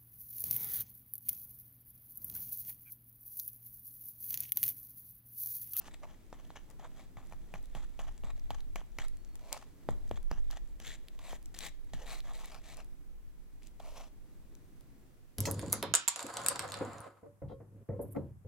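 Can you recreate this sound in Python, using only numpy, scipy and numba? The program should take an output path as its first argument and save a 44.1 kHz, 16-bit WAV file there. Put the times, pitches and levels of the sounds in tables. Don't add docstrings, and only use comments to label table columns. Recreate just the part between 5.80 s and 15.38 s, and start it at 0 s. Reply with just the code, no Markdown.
import sys
import numpy as np
from scipy import signal
from scipy.fft import rfft, irfft, next_fast_len
from scipy.io import wavfile
from scipy.ndimage import map_coordinates
from numba import njit

SR = 44100
rng = np.random.default_rng(int(sys.argv[2]) if len(sys.argv) > 2 else 0)


def generate_wav(sig):
    pcm = np.round(np.clip(np.atleast_2d(sig).T, -1, 1) * 32767).astype(np.int16)
    wavfile.write(sys.argv[1], SR, pcm)


N = 422467

# time in seconds, relative level in dB.
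SLIDE = [(0, -67.5), (1.5, -63), (2.5, -67), (3.9, -67.5), (4.8, -68.5), (5.9, -68.5), (7, -62.5),
         (7.3, -89), (8.3, -74.5), (9.55, -90)]
# pitch in Hz and width in Hz (of one filter pass, both before
# the pitch ratio), level in dB.
POCKET = [(634, 317, 3), (852, 305, -2.5), (1930, 540, -11.5)]
SLIT = [(1997, 1040, -0.47), (3500, 890, 0.98), (7400, 2250, -2.5)]
# frequency in Hz, relative level in dB.
TEAR = [(500, 5.5), (1000, -11), (1500, -19), (2700, 2.5), (4000, 0), (5200, -0.5), (7000, 1.5), (8800, -4),
        (12000, -5.5), (16000, -16)]


def peeling():
    hollow, sucking, tearing, pocket_pitch, slit_pitch, fitful = stroke_gains()
    slide = amp(curve(SLIDE) + 3 * wobble(9))
    fits = unit(amp(fitful * (2.35 * wobble(70) + 2.83 * wobble(330))))

    pockets = grains(rate=3500, low_hz=324, high_hz=2550, cycles=1.0, spread_db=3.5, scatter_db=-5, size=300)
    squelch_gain = amp(-6.0) * hollow + amp(-13) * slide
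    squelch = squelch_gain * cavity(pockets, POCKET, drift=0.05, pitch=pocket_pitch)

    bubbles = grains(rate=7000, low_hz=1270, high_hz=10100, cycles=0.74, spread_db=4.0, scatter_db=-2, size=128)
    suction_gain = amp(-2.5) * sucking + amp(-15.0) * slide
    suction = suction_gain * cavity(bubbles, SLIT, drift=0.06, pitch=slit_pitch)

    films = grains(rate=3300, low_hz=780, high_hz=16600, cycles=0.71, spread_db=1.0, scatter_db=13.5, size=128)
    tear = (amp(-0.5) * tearing + amp(-14) * slide) * unit(coloured(films, TEAR))

    finest = grains(rate=1500, low_hz=8500, high_hz=15400, cycles=1.0, spread_db=2, scatter_db=14, size=32)
    fizz = amp(-3) * tearing * (tearing / amp(-42)) ** 0.17 * finest

    bright = (suction + tear + fizz) * amp([[1.3], [-1.3]])
    return fits * (bright + squelch * amp([[0.4], [-0.4]]))


# start in seconds, length in seconds,
# then relative levels in dB of pocket squelch, slit suction and tearing, and last the closing smack in dB
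PULLS = [(0.112, 0.029, -55.5, -57.5, -74, -5), (0.527, 0.072, -56, -62, -84, -8),
         (0.758, .05, -54, -53, -80, -36), (1.371, 0.064, -52.5, -65, -77, -8.5),
         (1.513, 0.016, -52, -61, -64, -3.5), (1.742, 0.035, -47, -56, -63, -25),
         (1.953, 0.091, -47, -56.5, -58, -24), (2.194, .09, -46.5, -56, -63.5, -3),
         (2.446, 0.061, -45.5, -57, -67, -7.5), (2.706, 0.045, -47, -57, -63, -4.5),
         (2.959, 0.05, -46, -51.5, -61, -24), (3.189, 0.031, -52, -50.5, -61, -0.5),
         (3.556, 0.032, -55, -74, -59.5, -24), (3.776, 0.048, -56, -69, -62, -5),
         (4.09, 0.056, -49, -56.5, -75, -27), (4.313, 0.056, -62, -63.5, -75, 0),
         (4.509, 0.073, -49, -55.5, -84, -17), (4.706, 0.065, -50.5, -53.5, -61, -6.5),
         (4.998, 0.026, -65, -60.5, -67, -4), (5.394, 0.0093, -50, -67, -64, -17),
         (5.746, 0.043, -58, -51, -53, -1), (6.138, 0.042, -58, -52, -57, -11),
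         (8, 0.065, -51, -73, -60, -5)]
PULL_PITCH = (1.24, 0.895)
# start, rise and fall in seconds, relative levels in dB of
DRAGS = [(0.01, 0.073, 0.0061, -54, -59, -59.5, 1.33, 0.8),
         (0.219, 0.017, 0.019, -43.5, -62, -69, 1.05, 0.82),
         (0.27, 0.022, .055, -59.5, -68.5, -81, 1.14, 0.97),
         (0.885, 0.023, 0.022, -52.5, -74, -76, 1.04, 0.96),
         (0.995, 0.056, 0.019, -50, -62.5, -77, 1.21, 0.88), (1.155, .04, 0.049, -60, -70, -69, 1.13, 0.95),
         (2.755, .01, 0.038, -60, -66, -65, 1.17, 0.87), (3.225, 0.009, 0.022, -49, -54, -58, 1.34, 1.01),
         (3.61, 0.13, .01, -50, -75, -61, 0.97, 1.14), (3.723, 0.025, 0.018, -38, -49, -54, 1, 1.41),
         (5.034, .036, 0.084, -60, -48.5, -55, 1.03, 1.026),
         (5.41, 0.13, 0.022, -49, -54.5, -55.5, 1.11, 1.05),
         (5.804, 0.027, 0.059, -47, -44, -47, 1.17, 1.01), (6.17, 0.047, 0.036, -48, -59, -62, 0.88, 0.87),
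         (6.259, 0.051, .08, -47, -50.5, -51.5, 1.2, 1.08),
         (6.439, 0.062, 0.035, -49.5, -59, -63.5, 1.19, 0.94),
         (6.538, 0.014, 0.07, -53, -57.5, -58.5, 0.98, 1.04),
         (6.59, 0.016, 0.032, -53, -73, -56, 1.7, 0.83), (6.629, 0.015, 0.061, -55.5, -58, -59, 1.17, 1.05),
         (6.705, 0.016, 0.063, -49, -57, -60, 1.23, 0.67), (6.84, 0.072, 0.034, -56, -59, -59, 1.14, 1.04),
         (6.96, 0.022, 0.038, -50.5, -61.5, -63, 1.15, 0.72),
         (7.819, 0.053, 0.011, -72, -78, -62.5, 1.1, 1.4), (8.015, 0.063, 0.2, -51.5, -66, -61.5, 1, 1.58),
         (8.155, 0.026, 0.033, -45, -54, -58, 0.97, 1.6), (8.234, 0.0092, .012, -57, -65, -73, 1.26, 1.3)]
SAG_DB, SMACK_S = 19, 0.0068
SWELL_DB, FADE_DB = 10, 7
EDGE_S, RELEASE_S = 0.0041, 0.013
FITFUL_S, FITFUL_MAX = 0.063, 1.57


def stroke_gains():
    t = np.arange(SR // 3) / SR - EDGE_S
    strokes = []
    for s, length, *levels, smack_db in PULLS:
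        smack = amp(smack_db) * np.exp(-0.5 * ((t - length) / SMACK_S) ** 2)
        shape = gate(t, length) * amp(-SAG_DB * t / length) + smack
        strokes.append((s, length, shape, levels, PULL_PITCH))
    for s, rise, fall, *levels, pocket, slit in DRAGS:
        length = rise + fall
        swell_db = np.interp(t, [0, rise, length], [-SWELL_DB, 0, -FADE_DB])
        strokes.append((s, length, gate(t, length) * amp(swell_db), levels, (pocket, slit)))

    power, weight, blend = np.zeros((3, N)), np.full(N, 1e-4), np.zeros((3, N))
    for s, length, shape, levels, pitches in strokes:
        fitful = min(FITFUL_S / length, FITFUL_MAX)
        add(power, s - EDGE_S, (amp(levels)[:, None] * shape) ** 2)
        add(weight, s - EDGE_S, shape)
        add(blend, s - EDGE_S, np.log([*pitches, fitful])[:, None] * shape)
    return *np.sqrt(power), *np.exp(blend / weight)


def gate(t, length):
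    return np.clip(1 + t / EDGE_S, 0, 1) * np.clip(1 - (t - length) / RELEASE_S, 0, 1)


def cavity(x, modes, drift, pitch=1):
    ratio = pitch * np.exp(drift * wobble(13))
    out = np.zeros_like(x)
    for hz, width, db in modes:
        step = np.tan(np.pi * np.minimum(hz * ratio, SR / 3) / SR)
        once = glide_filter(x, step, width / hz)
        out += amp(db) * glide_filter(once, step, width / hz)
    return unit(out)


@njit
def glide_filter(x, step, damping):
    y = np.zeros_like(x)
    for c in range(2):
        s1 = s2 = 0.0
        for i in range(x.shape[1]):
            g = step[i]
            band = (s1 + g * (x[c, i] - s2)) / (1 + g * (g + damping))
            s1 = 2 * band - s1
            s2 += 2 * g * band
            y[c, i] = band * damping
    return y


# start in seconds, relative level in dB, pitch in Hz, cycles to full swing
# (at least 0.05), bright part (film crack or pocket overtone) in relative dB, its pitch in Hz,
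# table thump in relative dB.
PLOPS = [(0.0833, -40.5, 1000, 0.36, -43, 6700, -77), (0.5282, -33, 670, 0.19, -37, 6060, -82),
         (0.7042, -38.5, 850, .35, -39, 3900, -77), (0.7585, -44, 815, 0.73, -38, 2200, -81),
         (0.7705, -38, 860, .2, -42, 2200, -82), (0.997, -46, 800, .35, -56, 2500, -89),
         (1.197, -46, 830, .35, -45, 2200, -85), (1.3705, -42.5, 800, 0.27, -39, 2120, -67),
         (1.524, -38.5, 850, 0.44, -37, 2200, -70), (1.7395, -34.5, 710, .35, -28, 2380, -62),
         (1.9502, -37.5, 705, .33, -31.5, 2830, -60), (2.192, -37, 650, 0.44, -31.5, 2860, -65),
         (2.437, -35.5, 520, 0.13, -35.5, 2670, -61.5), (2.7055, -28, 810, 0.71, -24, 3280, -61),
         (2.959, -29.5, 790, 0.23, -24, 2200, -69), (3.015, -43, 850, .35, -54, 2500, -80),
         (3.1868, -29, 950, 0.18, -20.5, 2130, -63), (4.0888, -19, 594, 0.23, -31.5, 3440, -52.5),
         (4.3121, -24, 586, 0.27, -29, 3000, -55), (4.514, -22, 670, .12, -25.5, 5140, -54.5),
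         (5.001, -46.5, 620, .35, -33, 3100, -71), (5.5309, -32, 694, 0.37, -58, 5920, -71),
         (6.135, -36.5, 670, 0.44, -30, 3820, -58.5), (8.0019, -42.5, 660, 0.71, -37.5, 3470, -71)]


def plops():
    out, t = np.zeros((2, N)), np.arange(SR // 6) / SR
    thumps = np.zeros(N)
    for s, db, hz, swell, bright_db, bright_hz, thump_db in PLOPS:
        u = t * hz / max(swell, 0.05)
        add(out, s, amp(db) * np.sin(2 * np.pi * hz * t) * u * np.exp(1 - u))
        add(out, s, amp(bright_db - 5) * snap(bright_hz, cycles=1.6, spray_db=-12.5, spray_life=0.0009))
        for late in np.cumsum(rng.uniform(0.0005, 0.0015, size=3)):
            rip_hz = bright_hz * np.exp(rng.normal(0, 0.087))
            rip = snap(rip_hz, cycles=0.66, spray_db=-19.5, spray_life=0.00034)
            add(out, s + late, amp(bright_db - 7.5) * rip)
        add(thumps, s, amp(thump_db + 15) * np.exp(-t / 0.023) * (1 - np.exp(-t / 0.001)))
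    table = noise([(25, -15.5), (55, 6.5), (150, -2), (260, -7), (500, -30), (1500, -51)], side_db=-3.5)
    return out * amp([[0.4], [-0.4]]) + thumps * table


# start in seconds, relative level in dB,
# pitch in Hz.
SNAPS = [(0.1423, -38.5, 3350), (0.902, -38.5, 7920), (0.9122, -43, 8900), (1.828, -40.5, 11900),
         (1.857, -38.5, 9430), (2.5962, -41.5, 5670), (2.8058, -37.5, 3940), (2.9579, -28.5, 6500),
         (3.186, -30, 5650), (3.2836, -30.5, 10000), (3.5556, -33.5, 7600), (3.728, -12.5, 8100),
         (4.1077, -35.5, 8040), (4.2932, -41, 6270), (4.7115, -27.5, 5400), (5.001, -34.5, 7050),
         (5.0697, -31, 3480), (5.2843, -34, 3420), (5.391, -37, 3350), (5.6583, -33, 7340),
         (5.748, -33, 4930), (5.7894, -21, 7400), (5.8069, -27.5, 3750), (5.866, -41, 7500),
         (6.404, -32.5, 3870), (6.6571, -30, 9710), (6.9708, -33, 8390), (7.8228, -48.5, 2330),
         (7.8714, -35.5, 6900), (8.7522, -41, 6500), (9.009, -41.5, 11300)]


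def snaps():
    out = np.zeros((2, N))
    for s, db, hz in SNAPS:
        add(out, s, amp(db + 3.0) * snap(hz, cycles=0.99, spray_db=-16.5, spray_life=0.0013))
    return out * amp([[1.2], [-1.2]])


def snap(hz, cycles, spray_db, spray_life):
    t = np.arange(SR // 80) / SR
    ring = np.sin(2 * np.pi * hz * t) * np.exp(-t * hz / cycles) * (1 - np.exp(-2 * t * hz))
    band = signal.butter(2, [2200, 15000], "band", fs=SR, output="sos")
    spray = signal.sosfilt(band, rng.standard_normal((2, len(t))))
    return ring + amp(spray_db) * spray * np.exp(-t / spray_life)


def prickle():
    ticks = grains(rate=22, low_hz=6140, high_hz=14000, cycles=1.0, spread_db=5.5, scatter_db=2, size=64)
    return amp(curve(SLIDE) - 13.0) * ticks


# time in seconds, centre pitch in Hz, relative level in dB.
SQUEAK = [(3.3, 4440, -79), (3.4, 4390, -72), (3.54, 4370, -68), (3.57, 4400, -86)]


def squeak():
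    s, hz, db = np.transpose(SQUEAK)
    t = np.arange(N) / SR
    pitch = np.interp(t, s, hz) + 30 * wobble(200)
    grip = amp(np.interp(t, s, db) - 10 + 2.5 * wobble(60)) * (t > s[0]) * (t < s[-1])
    return grip * np.sin(2 * np.pi * np.cumsum(pitch) / SR)


# pitch in Hz, width in Hz, relative level in dB.
BOWL = [(613, 91, -9), (1731, 31, 9.5), (1900, 120, 7.5), (2300, 230, 8), (2700, 19, -21), (2900, 19, -22),
        (3340, 53, -4), (3890, 23, 10.5), (4240, 41, 2), (4760, 12, -16), (4930, 13, -28), (5300, 25, -22),
        (7300, 270, -2), (9100, 50, -32)]


def bowl(icing):
    return amp(-11) * filtered(icing, lambda hz: ringing(BOWL, hz))


# frequency in Hz, time in seconds to fall by 60 dB.
KITCHEN = [(200, 0.5), (1000, 0.36), (4000, 0.43), (14000, 0.12)]


def kitchen(x):
    hz, t, z = signal.stft(rng.standard_normal((2, SR // 3)), SR, nperseg=256)
    fading = amp(-60 * t / along(KITCHEN, hz)[:, None])
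    tail = signal.istft(z * fading, SR, nperseg=256)[1]
    age = np.arange(tail.shape[1]) / SR
    early = rng.standard_normal(tail.shape) * np.exp(-age / 0.0055) * (age > 0.0015)
    answer = amp(-16.5) * tail / np.linalg.norm(tail[0]) + amp(-29.5) * early / np.linalg.norm(early[0])
    return signal.oaconvolve(x, answer, axes=1)[:, :N]


# pitch in Hz, width in Hz, relative level in dB.
STAND = [(20.16, 3.4, 3.5), (24.66, 1.44, 1), (29.2, 1.9, -14), (36.1, 2.5, -17.5), (59, 2.7, -42)]


def stand():
    sway, bob = filtered(rng.standard_normal((2, N)), lambda hz: ringing(STAND, hz) / (1 + (hz / 65) ** 4))
    opposite = np.array([[0.9], [-1.1]])
    return sway_gain() * (amp(3.5) * unit(sway) * opposite + amp(-5.0) * unit(bob))


# time in seconds, relative level in dB.
SHAKE = [(0, -54), (1.2, -58.5), (2.13, -44.5), (3.28, -47), (3.95, -63), (4.62, -39.5), (5.2, -51.5),
         (6.3, -48.5), (7.76, -51), (9.58, -62.5)]
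KICK_DB, KICK_S = 12.5, 0.23


def sway_gain():
    gain, t = amp(curve(SHAKE)), np.arange(SR) / SR
    for s, *_, thump_db in PLOPS:
        add(gain, s, amp(thump_db + KICK_DB) * np.exp(-t / KICK_S) * (1 - np.exp(-t / 0.026)))
    return gain


# time in seconds, relative level in dB.
HANDLING = [(0, -65), (1.4, -64), (2.7, -66.5), (3.7, -66), (4.15, -61.5), (4.7, -66.5), (6.8, -65),
            (7.5, -68.5), (8.96, -63.5), (9.58, -68.5)]
# frequency in Hz, relative level in dB.
MAT = [(30, 3), (60, 1), (120, 1), (180, -2), (290, -2), (400, -8.5), (600, -17), (1200, -22.5),
       (3000, -32)]


def handling():
    return amp(curve(HANDLING) + 3.5 + 0.57 * wobble(6.7)) * noise(MAT, side_db=-5.0)


# frequency in Hz, relative level in dB.
AIR = [(40, 27), (250, 5), (500, 10), (1000, 2.5), (2000, 2.5), (4000, -4.5), (8000, -4.5), (16000, -4.5)]


def room_air():
    return amp(-67.5) * noise(AIR, side_db=0.0)


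def grains(rate, low_hz, high_hz, cycles, spread_db, scatter_db, size):
    when, pitch, strength, place = rng.random((int(rate * N / SR), 4)).T
    hz = (low_hz * (high_hz / low_hz) ** pitch)[:, None]
    phase = hz * np.arange(size) / SR
    gain = amp(spread_db * np.minimum(-np.log(1 - strength), 4))[:, None]
    waves = gain * hz * np.sin(2 * np.pi * phase) * np.exp(-phase / cycles)
    index = (when * N).astype(int)[:, None] + np.arange(size)
    pan_db = scatter_db * (place[:, None] - 0.5)
    sides = []
    for way in (1, -1):
        panned = waves * amp(way * pan_db)
        sides.append(np.bincount(index.ravel(), panned.ravel(), N)[:N])
    return unit(np.array(sides))


def noise(spectrum, side_db):
    mid, side = filtered(rng.standard_normal((2, N)), lambda hz: amp(along(spectrum, hz)))
    return unit(np.array([mid + amp(side_db) * side, mid - amp(side_db) * side]))


def ringing(modes, hz):
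    return sum(amp(db) * 1j * hz * w / (c * c - hz * hz + 1j * hz * w) for c, w, db in modes)


def filtered(x, response):
    m = next_fast_len(N + SR // 2, real=True)
    return irfft(rfft(x, m) * response(np.fft.rfftfreq(m, 1 / SR)), m)[..., :N]


def coloured(x, spectrum, size=2048):
    cepstrum = irfft(np.log(amp(along(spectrum, np.fft.rfftfreq(size, 1 / SR)))))
    cepstrum[1:size // 2] *= 2
    cepstrum[size // 2 + 1:] = 0
    impulse = irfft(np.exp(rfft(cepstrum)))
    return signal.oaconvolve(x, impulse[None], axes=1)[:, :N]


def amp(db):
    return 10 ** (np.asarray(db) / 20)


def unit(x):
    return x / np.sqrt(np.mean(x ** 2) + 1e-20)


def along(points, hz):
    f, v = np.transpose(points)
    return np.interp(np.log(hz + 1), np.log(f + 1), v)


def curve(rows):
    return np.interp(np.arange(N) / SR, *np.transpose(rows))


def wobble(rate):
    knots = rng.standard_normal(int(N * rate / SR) + 4)
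    return map_coordinates(knots, [np.arange(N) * rate / SR])


def add(track, s, sound):
    i = max(0, round(s * SR))
    track[..., i:i + sound.shape[-1]] += sound[..., :max(0, N - i)]


def scene():
    icing = peeling() + plops() + snaps() + prickle() + squeak()
    icing = icing + bowl(icing)
    return icing + kitchen(icing) + stand() + handling() + room_air()


def record(dry):
    lag = np.array([[0.000015], [-0.000015]])
    return filtered(dry, lambda hz: np.exp(-2j * np.pi * hz * lag) * (hz < 16100))


dry = scene()
out = record(dry)
generate_wav(out)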